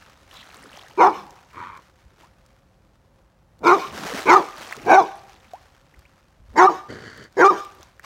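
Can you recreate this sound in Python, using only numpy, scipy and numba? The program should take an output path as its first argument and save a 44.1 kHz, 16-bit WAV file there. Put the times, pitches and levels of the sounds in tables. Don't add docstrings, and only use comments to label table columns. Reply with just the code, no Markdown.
import sys
import numpy as np
from scipy import signal
from scipy.fft import rfft, irfft, next_fast_len
from scipy.io import wavfile
from scipy.ndimage import uniform_filter1d, map_coordinates
from numba import njit

SR = 44100
rng = np.random.default_rng(int(sys.argv[2]) if len(sys.argv) > 2 else 0)


def materialize(psi):
    bounded = np.clip(np.atleast_2d(psi).T, -1, 1)
    quanta = np.round(bounded * 32767).astype(np.int16)
    wavfile.write(sys.argv[1], SR, quanta)


N = 354999


def barks():
    # start, then rise time, hold time, time of the top pitch and time the mouth is half shut,
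    # all in seconds; top pitch in Hz; roughness from 0 to 1; open-mouth resonances 1 and 2 in Hz;
    # relative levels in dB of woof, chest, resonances 1 to 3 and rasp; open-mouth resonance 3 in Hz;
    # pitch scoop in seconds; clearing at the top pitch from 0 to 1; grumble and wall echo levels in dB.
    bark_rows = [(.974, .038, 0.098, .1, 0.052, 386.6, 0.8, 940, 1394, -15.5, -18, -9.5, -24, -23, -10, 2340, .02, .05, -67, -8.5),
                 (3.631, 0.04, 0.1, 0.11, 0.087, 397.2, 0.5, 950, 1342, -56, -12.5, -14, -16.5, -25.5, -4.5, 2276, .024, 0.7, -40.5, -5.5),
                 (4.255, .044, 0.11, .115, 0.067, 391.3, .42, 979, 1519, -24, -13.5, -10.5, -18.5, -15.5, -3.5, 2254, .03, .05, -42.5, -19.5),
                 (4.86, .054, 0.13, .125, .115, 397, .7, 760, 1558, -21, -15, -9, -18, -26, -5, 2338, .046, .85, -35.5, -16.5),
                 (6.556, 0.037, 0.11, .118, .06, 402.8, .35, 908, 1615, -40, -13.5, -9.5, -21, -18.5, -5, 1970, .016, 0.4, -41, -12),
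                 (7.367, .052, 0.12, .12, 0.062, 415, .35, 930, 1665, -15.5, -12, -15.5, -16, -21.5, -3.5, 2000, .034, 0.5, -58, -7.5)]
    direct, towards_wall = np.zeros(N), np.zeros(N)
    for start, *shape, grumble_db, wall_db in bark_rows:
        voice = bark(start, shape)
        add(direct, start, voice)
        add(direct, *grumble(start, grumble_db))
        add(towards_wall, start, amp(wall_db) * voice)
    return direct, towards_wall


def bark(start, shape, closing_s=.0093, release_db_per_s=440):
    (attack, hold, crest, half_shut, crest_hz, roughness, open1, open2,
     woof_db, chest_db, db1, db2, db3, rasp_db, open3, scoop, clearing) = shape
    n = SR // 4
    age = np.arange(n) / SR
    onset = amp(-26 * np.maximum(1 - age / attack, 0) ** 1.2) * (1 - np.exp(-age / .002))
    released = np.maximum(age - hold, 0)
    effort = onset * amp(-release_db_per_s * released)
    shut = (1 + np.tanh((age - half_shut) / (2 * closing_s))) / 2
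    shut_hz, shut_change_db = (842, 1183.5, 1744), (-1.5, 6.5, -12)
    hz1, hz2, hz3 = [hz + (end - hz) * shut for hz, end in zip((open1, open2, open3), shut_hz)]
    gain1, gain2, gain3 = [effort * amp(db + change * shut)
                           for db, change in zip((db1, db2, db3), shut_change_db)]
    lips_rounded = (1 + np.tanh((age - crest - .024) / .0089)) / 2
    hz2 = hz2 * (1 - .2 * lips_rounded)
    pitch = bark_pitch(age, scoop, crest, crest_hz)
    rough = np.clip((.8 + (roughness - .8) * effort) * (1 - clearing * bell(age, crest, .027)), 0, 1)
    phase, folds, breath = vocal_folds(pitch, rough)
    source = (1 - rough) * folds + rough * breath
    chest_gain = onset ** .6 * amp(chest_db - 1.5 * (2 - shut) - 268.5 * released)
    body = chest_gain * chest(pitch, phase, breath, rough, effort)
    mouth = gain1 * formant(source, hz1, width_hz=380) + gain2 * formant(source, hz2, width_hz=200)
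    mouth += gain3 * formant(source + 1.5 * breath, hz3, width_hz=330)
    mouth += amp(-20.5) * gain2 * formant(source, np.full(n, 2317), width_hz=260)
    force = (gain1 + gain2 + 2 * gain3) ** (2 / 3)
    rasp = force * muzzle_rasp(folds, breath, hz2)
    rasp *= amp(rasp_db - 2.5 * shut + 3 * wobble(70, n))
    tone, dip = yelp(start + age, pitch, phase)
    return dip * (body + mouth) + amp(woof_db) * woof(source, age) + tone + rasp * dip ** .25


def bark_pitch(age, scoop, crest, crest_hz, growl_hz=217.37, climb_hz_per_s=700, sag_hz=87):
    climb = climb_hz_per_s * np.maximum(crest - age, 0)
    sag = sag_hz * (1 - bell(np.maximum(age, crest), crest, .025))
    arch = crest_hz - climb - sag
    pitch = arch + (growl_hz - arch) * np.exp(-(age / scoop) ** 1.4)
    return pitch * (1 + .02 * wobble(45, len(age)))


def vocal_folds(pitch, rough, jitter=.08, doubling=.42):
    n = len(pitch)
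    phase = 2 * np.pi * np.cumsum(pitch * (1 + jitter * rough * wobble(300, n))) / SR
    harmonics = np.arange(1, 25)[:, None]
    pulses = unit(np.cos(harmonics * phase).sum(axis=0))
    size = 1 + rough * wobble(350, n) + doubling * np.tanh(rough / .41) * np.cos(phase / 2)
    breath = unit(rng.standard_normal(n) * (1 + .81 * np.cos(phase)))
    return phase, pulses * size, breath


def chest(pitch, phase, breath, rough, effort):
    # frequency in Hz, relative level in dB.
    chest_colour = [(40, -39), (110, -20.5), (190, -7.5), (250, -13.5), (320, 1.5), (420, 4.5), (560, -2),
                    (800, 1.5), (1500, -59.5)]
    ringing = np.clip((pitch - 270) / 80, .12, 1)
    rumble = 1.01 * rough * (1 - .36 * effort) * coloured(breath, chest_colour)
    return steady(ringing * np.sin(phase) + rumble)


def woof(source, age, peak_s=.031, rise_hz_per_s=4000):
    hz = 460 + rise_hz_per_s * (age - peak_s)
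    return bell(age, peak_s, .022) * formant(source, hz, width_hz=150)


def muzzle_rasp(folds, breath, mouth_hz):
    # resting frequency in Hz, width in Hz, relative level in dB.
    resonances = [(2950, 250, 0.5), (3695, 190, 5), (4340, 180, 2), (5240, 96, 3.5), (5980, 260, 4),
                  (6530, 550, -1.5), (8340, 400, -11)]
    # frequency in Hz, relative level in dB.
    hiss_colour = [(2500, -33.5), (4000, -4), (7000, 5.5), (9000, -3), (10300, -8), (12000, -1),
                   (15500, -9.5)]
    n = len(folds)
    opening = (mouth_hz / 1300) ** .27
    rasp = np.zeros(n)
    for hz, width_hz, db in resonances:
        glide = hz * opening * (1 + .04 * wobble(90, n))
        rasp += amp(db + 4 * wobble(70, n)) * formant(breath / 2 + folds, glide, width_hz, order=2)
    return amp(-26) * unit(rasp) + amp(-40) * coloured(breath, hiss_colour)


def yelp(t, pitch, phase):
    # time in seconds, rough half length in seconds, frequency in Hz (the nearest overtone
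    # sounds), level in dB, dip of the rest of the voice in dB.
    yelps = [(3.714, 0.013, 1180, -28, -2), (4.363, 0.007, 1190, -8, -10.5),
             (4.985, 0.018, 780, -5.5, -6.5), (6.679, .009, 1200, -9.5, -25),
             (7.495, 0.01, 1230, -10.5, -26)]
    tone, rest_db = np.zeros(len(t)), np.zeros(len(t))
    for s, length, hz, db, dip_db in yelps:
        if t[0] < s < t[-1]:
            harmonic = round(hz / np.interp(s, t, pitch))
            tone += amp(db) * bell(t, s, 1.2 * length) * unit(np.sin(harmonic * phase))
            rest_db += dip_db * bell(t, s - .003, length)
    return tone, amp(rest_db)


def grumble(start, level_db, rate_hz=150):
    # frequency in Hz, relative level in dB.
    colour = [(60, -10), (170, 1), (450, -4.5), (900, -10), (2000, -32.5), (5000, -48.5)]
    t = np.arange(SR // 10) / SR
    flaps = rng.standard_normal(len(t)) * np.exp(-2 * (rate_hz * t % 1))
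    return start - t.mean(), amp(level_db) * bell(t, t.mean(), .022) * coloured(flaps, colour)


def snort():
    # time in seconds, breath level in dB, throat thump level in dB.
    levels = [(1.535, -50.5, -60.5), (1.567, -39, -45), (1.631, -34.5, -51.5), (1.677, -37.5, -55),
              (1.711, -42.5, -53.5), (1.765, -42, -58.5), (1.81, -59, -56)]
    # frequency in Hz, width in Hz, relative level in dB.
    nose = [(948, 160, 7), (1160, 300, 7), (2310, 210, -3), (3140, 420, -16.5), (4660, 700, -26.5),
            (5100, 580, -29), (7540, 520, -40.5)]
    return flutter(levels, nose, rate_hz=95, scatter=.12, depth=1.6)


def snarl():
    # time in seconds, breath level in dB, throat thump level in dB.
    levels = [(6.88, -60.5, -58.5), (6.898, -41.5, -35), (6.916, -41.5, -36.5), (6.996, -46.5, -45),
              (7.074, -42.5, -43.5), (7.14, -47, -54.5), (7.214, -46, -42.5), (7.246, -45, -47.5),
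              (7.28, -59.5, -59.5)]
    # frequency in Hz, width in Hz, relative level in dB.
    bared_teeth = [(1540, 490, 4), (1990, 560, 0.5), (3070, 250, -5.5), (4540, 240, -1.5),
                   (6340, 1500, -13)]
    return flutter(levels, bared_teeth, rate_hz=70, scatter=.35, depth=1.2)


def flutter(levels, resonances, rate_hz, scatter, depth, rise_s=.00061, fall_s=.01):
    # frequency in Hz, relative level in dB.
    throat_colour = [(40, -10.5), (100, 7), (170, 6), (260, 5), (400, 5), (620, -1), (900, -38),
                     (2000, -49)]

    def airway(hz):
        peaks = sum((-1) ** k * amp(db) * 1j * hz * width / (centre ** 2 - hz ** 2 + 1j * hz * width)
                    for k, (centre, width, db) in enumerate(resonances))
        return peaks / (1 + (hz / 7500) ** 2)

    times, breath_db, thump_db = np.transpose(levels)
    first, last = times[0], times[-1]
    t = np.arange(int((first - .03) * SR), int((last + .06) * SR)) / SR
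    fade = np.exp(np.minimum(t - first, 0) / rise_s) * np.exp(np.minimum(last - t, 0) / fall_s)
    cycle = np.cumsum(rate_hz * (1 + scatter * wobble(60, len(t)))) / SR % 1
    puffs = rng.standard_normal(len(t)) * np.exp(-depth * cycle)
    breath = amp(np.interp(t, times, breath_db)) * unit(filtered(puffs, airway))
    thump = amp(np.interp(t, times, thump_db)) * coloured(puffs, throat_colour)
    return t[0], fade * (breath + thump)


def water():
    # frequency in Hz, relative level in dB.
    spray_colour = [(300, -8), (700, 4.5), (1300, 6.5), (2200, 1), (3500, -3), (6000, -6), (9000, -14.5),
                    (15000, -19.5)]
    # frequency in Hz, relative level in dB.
    churn_colour = [(30, -23.5), (70, -3), (140, 0.5), (400, 4), (800, 2.5), (1300, -18), (3000, -33.5)]
    spray_db, churn_db = sloshes()
    trickle = bubbles(2700, spread=.6, cycles=7, range_db=7, count=2600, samples=700)
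    trickle += .083 * bubbles(7600, spread=.21, cycles=3, range_db=10, count=900, samples=120)
    wash = coloured(rng.standard_normal(N) * amp(3.1 * wobble(370, N)), spray_colour)
    merged = np.clip((spray_db + 50) / 12, 0, .85)
    stirred = np.clip((spray_db + 64.5) / 12, 0, 1)
    spray = stirred * np.sqrt(1 - merged) * trickle + amp(-3) * (1.75 + merged) * wash
    gurgle = bubbles(450, spread=.7, cycles=6.6, range_db=.88, count=1200, samples=2500)
    churn = coloured(gurgle + 2 * rng.standard_normal(N), churn_colour)
    lapping_db = 1.6 * wobble(22, N)
    return amp(spray_db + lapping_db) * spray + amp(churn_db) * churn


def sloshes(calm_spray_db=-76.5, calm_churn_db=-69):
    # peak time in seconds, spray and churn levels in dB, swell and settle times in seconds.
    slosh_rows = [(.02, -55.5, -56, 0.032, 0.38), (0.352, -52.5, -61, 0.083, 1),
                  (.62, -53.5, -52.5, .1, 0.8), (1.25, -66.5, -49.5, 0.32, 0.19),
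                  (2.23, -59.5, -61, 0.054, 0.081), (3.7, -44.5, -51.5, .03, 0.29),
                  (4.14, -38.5, -34.5, 0.21, 0.33), (4.619, -45.5, -48, 0.063, 0.25),
                  (4.8, -50.5, -44.5, 0.0472, 0.5), (5.42, -60.5, -66, 0.22, 0.63),
                  (6.05, -67.5, -68, 0.18, 0.57), (6.6, -57.5, -57.5, .09, 1),
                  (7.6, -54, -52.5, 0.027, 0.23), (7.82, -54.5, -59, 0.0927, 0.049),
                  (8.05, -48, -62.5, 0.0225, .1)]
    t = np.arange(N) / SR
    spray, churn = amp(calm_spray_db) ** 2, amp(calm_churn_db) ** 2
    for s, spray_db, churn_db, swell, settle in slosh_rows:
        rise = bell(np.minimum(t, s), s, swell)
        spent = np.maximum(t - s, 0) / settle
        spray += (amp(spray_db) * rise * np.exp(-spent)) ** 2
        churn += (amp(churn_db) * rise * np.exp(-3.1 * spent)) ** 2
    return 10 * np.log10([spray, churn])


def bubbles(centre_hz, spread, cycles, range_db, count, samples):
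    starts = rng.integers(0, N, count)
    pitch, loudness = rng.standard_normal((2, count))
    hz = np.clip(centre_hz * np.exp(spread * pitch), 60, 14000)[:, None]
    age = hz * np.arange(samples) / SR / cycles
    gain = amp(range_db * np.clip(loudness, -3, 2))[:, None]
    rings = gain * age * np.exp(-5 * age) * np.sin(2 * np.pi * cycles * age * (1 + .1 * age))
    positions = starts[:, None] + np.arange(samples)
    return unit(np.bincount(positions.ravel(), rings.ravel(), N + samples)[:N])


def drops():
    # start in seconds, ring level in dB, starting pitch in Hz, seconds to fade by 60 dB.
    drop_rows = [(.312, -34, 2700, 0.017), (0.772, -32, 4590, 0.0084), (.793, -33.5, 2890, .018),
                 (2.233, -44.5, 859, 0.13), (4.725, -13.5, 1650, 0.012), (5.535, -26.5, 660, 0.088),
                 (5.941, -42.5, 1750, 0.026), (6.053, -44.5, 2140, .04), (7.996, -24.5, 1420, .0092)]
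    out, t = np.zeros(N), np.arange(SR // 10) / SR
    for s, db, hz, fade_s in drop_rows:
        glide = hz * 2 ** np.tanh(1.9 * t / fade_s)
        ring = np.sin(2 * np.pi * np.cumsum(glide) / SR) * amp(-60 * t / fade_s) * (1 - np.exp(-t / .0005))
        tick = .33 * rng.standard_normal(len(t)) * np.exp(-t / .00023)
        add(out, s, amp(db) * (ring + tick))
    return out


def claws(decay_s=.0018, level_db=-8):
    # start in seconds, relative level in dB.
    ticks = [(0.0972, -43), (0.5444, -32), (0.8834, -36), (1.307, -36), (1.7734, -37.5), (2.4628, -42.5),
             (3.5914, -44), (4.6334, -29.5), (4.7666, -25.5), (5.9922, -40.5), (7.1755, -34),
             (7.2404, -38.5), (7.3257, -41), (7.6485, -31), (7.83, -32.5)]
    # frequency in Hz, relative level in dB.
    concrete_colour = [(600, -12.5), (2000, -4), (4000, 2), (7000, -0.5), (11000, -11), (15500, -9.5)]
    out, t = np.zeros(N), np.arange(SR // 50) / SR
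    for s, db in ticks:
        tick = coloured(rng.standard_normal(len(t)), concrete_colour) * np.exp(-t / decay_s)
        add(out, s, amp(db + level_db) * tick)
    return out


def scuff(peak_s=.39, level_db=-46.5):
    # frequency in Hz, relative level in dB.
    scrape_colour = [(1500, -22.5), (3000, -3.5), (3900, 1), (5000, -18.5), (9000, -32.5)]
    grit = coloured(rng.standard_normal(N) * amp(4 * wobble(150, N)), scrape_colour)
    return amp(level_db) * bell(np.arange(N) / SR, peak_s, .045) * grit


def wall_echo(x, delay_s=.116, spread_s=.024):
    # frequency in Hz, relative level in dB.
    wall_colour = [(200, -23.5), (900, -19), (1600, -7.5), (2100, -7.5), (3000, 5.5), (6000, -0.5),
                   (12000, 6)]
    t = np.arange(SR // 4) / SR
    fade = np.exp(-np.abs(t - delay_s) / spread_s) * (t > delay_s)
    slap = coloured(rng.standard_normal(len(t)) * fade, wall_colour)
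    return signal.fftconvolve(x, slap / np.linalg.norm(slap))[:N]


def yard_echo(x, patio_db=-21, tail_db=-27, fence_db=-29, fence_s=.17):
    # frequency in Hz, seconds to fade by 60 dB.
    fade_times = [(150, 0.41), (400, 0.67), (1000, 0.76), (1700, 0.39), (5000, 0.23), (12000, 0.091)]
    # frequency in Hz, relative level in dB.
    fence_colour = [(500, -22.5), (1150, -14), (1700, 2), (2300, -7.5), (5000, 0)]
    hz, frame_s, bands = signal.stft(rng.standard_normal(SR), SR, nperseg=256)
    bands *= amp(-60 * frame_s / along(fade_times, hz)[:, None])
    t = np.arange(SR) / SR
    tail = signal.istft(bands, SR, nperseg=256)[1][:SR] * (1 - np.exp(-t / .004))
    patio = rng.standard_normal(SR) * amp(-60 * t / .11) * (t > .006)
    fence = coloured(rng.standard_normal(SR) * bell(t, fence_s, .036), fence_colour)
    parts = [(patio_db, patio), (tail_db, tail), (fence_db, fence)]
    response = sum(amp(db) * part / np.linalg.norm(part) for db, part in parts)
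    return signal.fftconvolve(x, response)[:N]


def outdoor_air(level_db=-58):
    # frequency in Hz, relative level in dB.
    distant_colour = [(15, -38), (25, -10), (48, -1.5), (119, -7), (209, -13), (240, -17.5), (389, -20),
                      (469, -34.5), (523, -10), (614, -22), (919, -22), (2700, -38), (15500, -50)]
    # peak time in seconds, level in dB, half length in seconds.
    puff_rows = [(2.064, -45, .025), (5.994, -47, .03), (6.405, -50.5, 0.045), (6.507, -41.5, 0.035)]
    t = np.arange(N) / SR
    puffs = sum(amp(db) * bell(t, s, length) for s, db, length in puff_rows)
    rumble = coloured(rng.standard_normal(N), [(20, 12), (55, 20), (110, 4), (250, -29), (600, -65)])
    distant = amp(level_db + .8 * wobble(8.2, N)) * coloured(rng.standard_normal(N), distant_colour)
    return distant + puffs * rumble


def formant(x, hz, width_hz, order=3):
    angle, radius = 2 * np.pi * hz / SR, np.exp(-np.pi * abs(width_hz) / SR)
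    for _ in range(order):
        x = resonate(x, angle, radius)
    return steady(x)


@njit
def resonate(x, angle, radius):
    y = np.zeros(len(x))
    for i in range(2, len(x)):
        y[i] = x[i] - x[i - 2] + 2 * radius * np.cos(angle[i]) * y[i - 1] - radius * radius * y[i - 2]
    return y


def amp(db):
    return 10 ** (np.asarray(db) / 20)


def unit(x):
    return x / np.sqrt(np.mean(x ** 2) + 1e-20)


def steady(x):
    power = uniform_filter1d(uniform_filter1d(x ** 2, size=400), size=300)
    return x / np.sqrt(np.abs(power) + 1e-12)


def bell(t, centre, width):
    return np.exp(-((t - centre) / width) ** 2)


def wobble(rate, n):
    return map_coordinates(rng.standard_normal(int(n * rate / SR) + 4), [np.arange(n) * rate / SR])


def add(track, s, x):
    part = track[max(int(s * SR), 0):][:len(x)]
    part += x[:len(part)]


def along(points, hz):
    point_hz, values = np.transpose(points)
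    return np.interp(np.log(hz + 1), np.log(point_hz + 1), values)


def filtered(x, response):
    size = next_fast_len(len(x) + 8192)
    return irfft(rfft(x, size) * response(np.fft.rfftfreq(size, 1 / SR)), size)[:len(x)]


def coloured(x, colour):
    return unit(filtered(x, lambda hz: amp(along(colour, hz))))


def scene():
    dog, towards_wall = barks()
    add(dog, *snort())
    add(dog, *snarl())
    direct = dog + drops() + claws() + scuff()
    return (direct + yard_echo(direct) + wall_echo(towards_wall) + water() + outdoor_air())[None]


def record(dry, low_hz=30, top_hz=15850):
    rounded = dry[0] / (1 + np.abs(dry[0]) ** 8) ** (1 / 8)
    return filtered(rounded, lambda hz: (hz < top_hz) * hz ** 4 / (hz ** 4 + low_hz ** 4))[None]


dry = scene()
out = record(dry)
materialize(out)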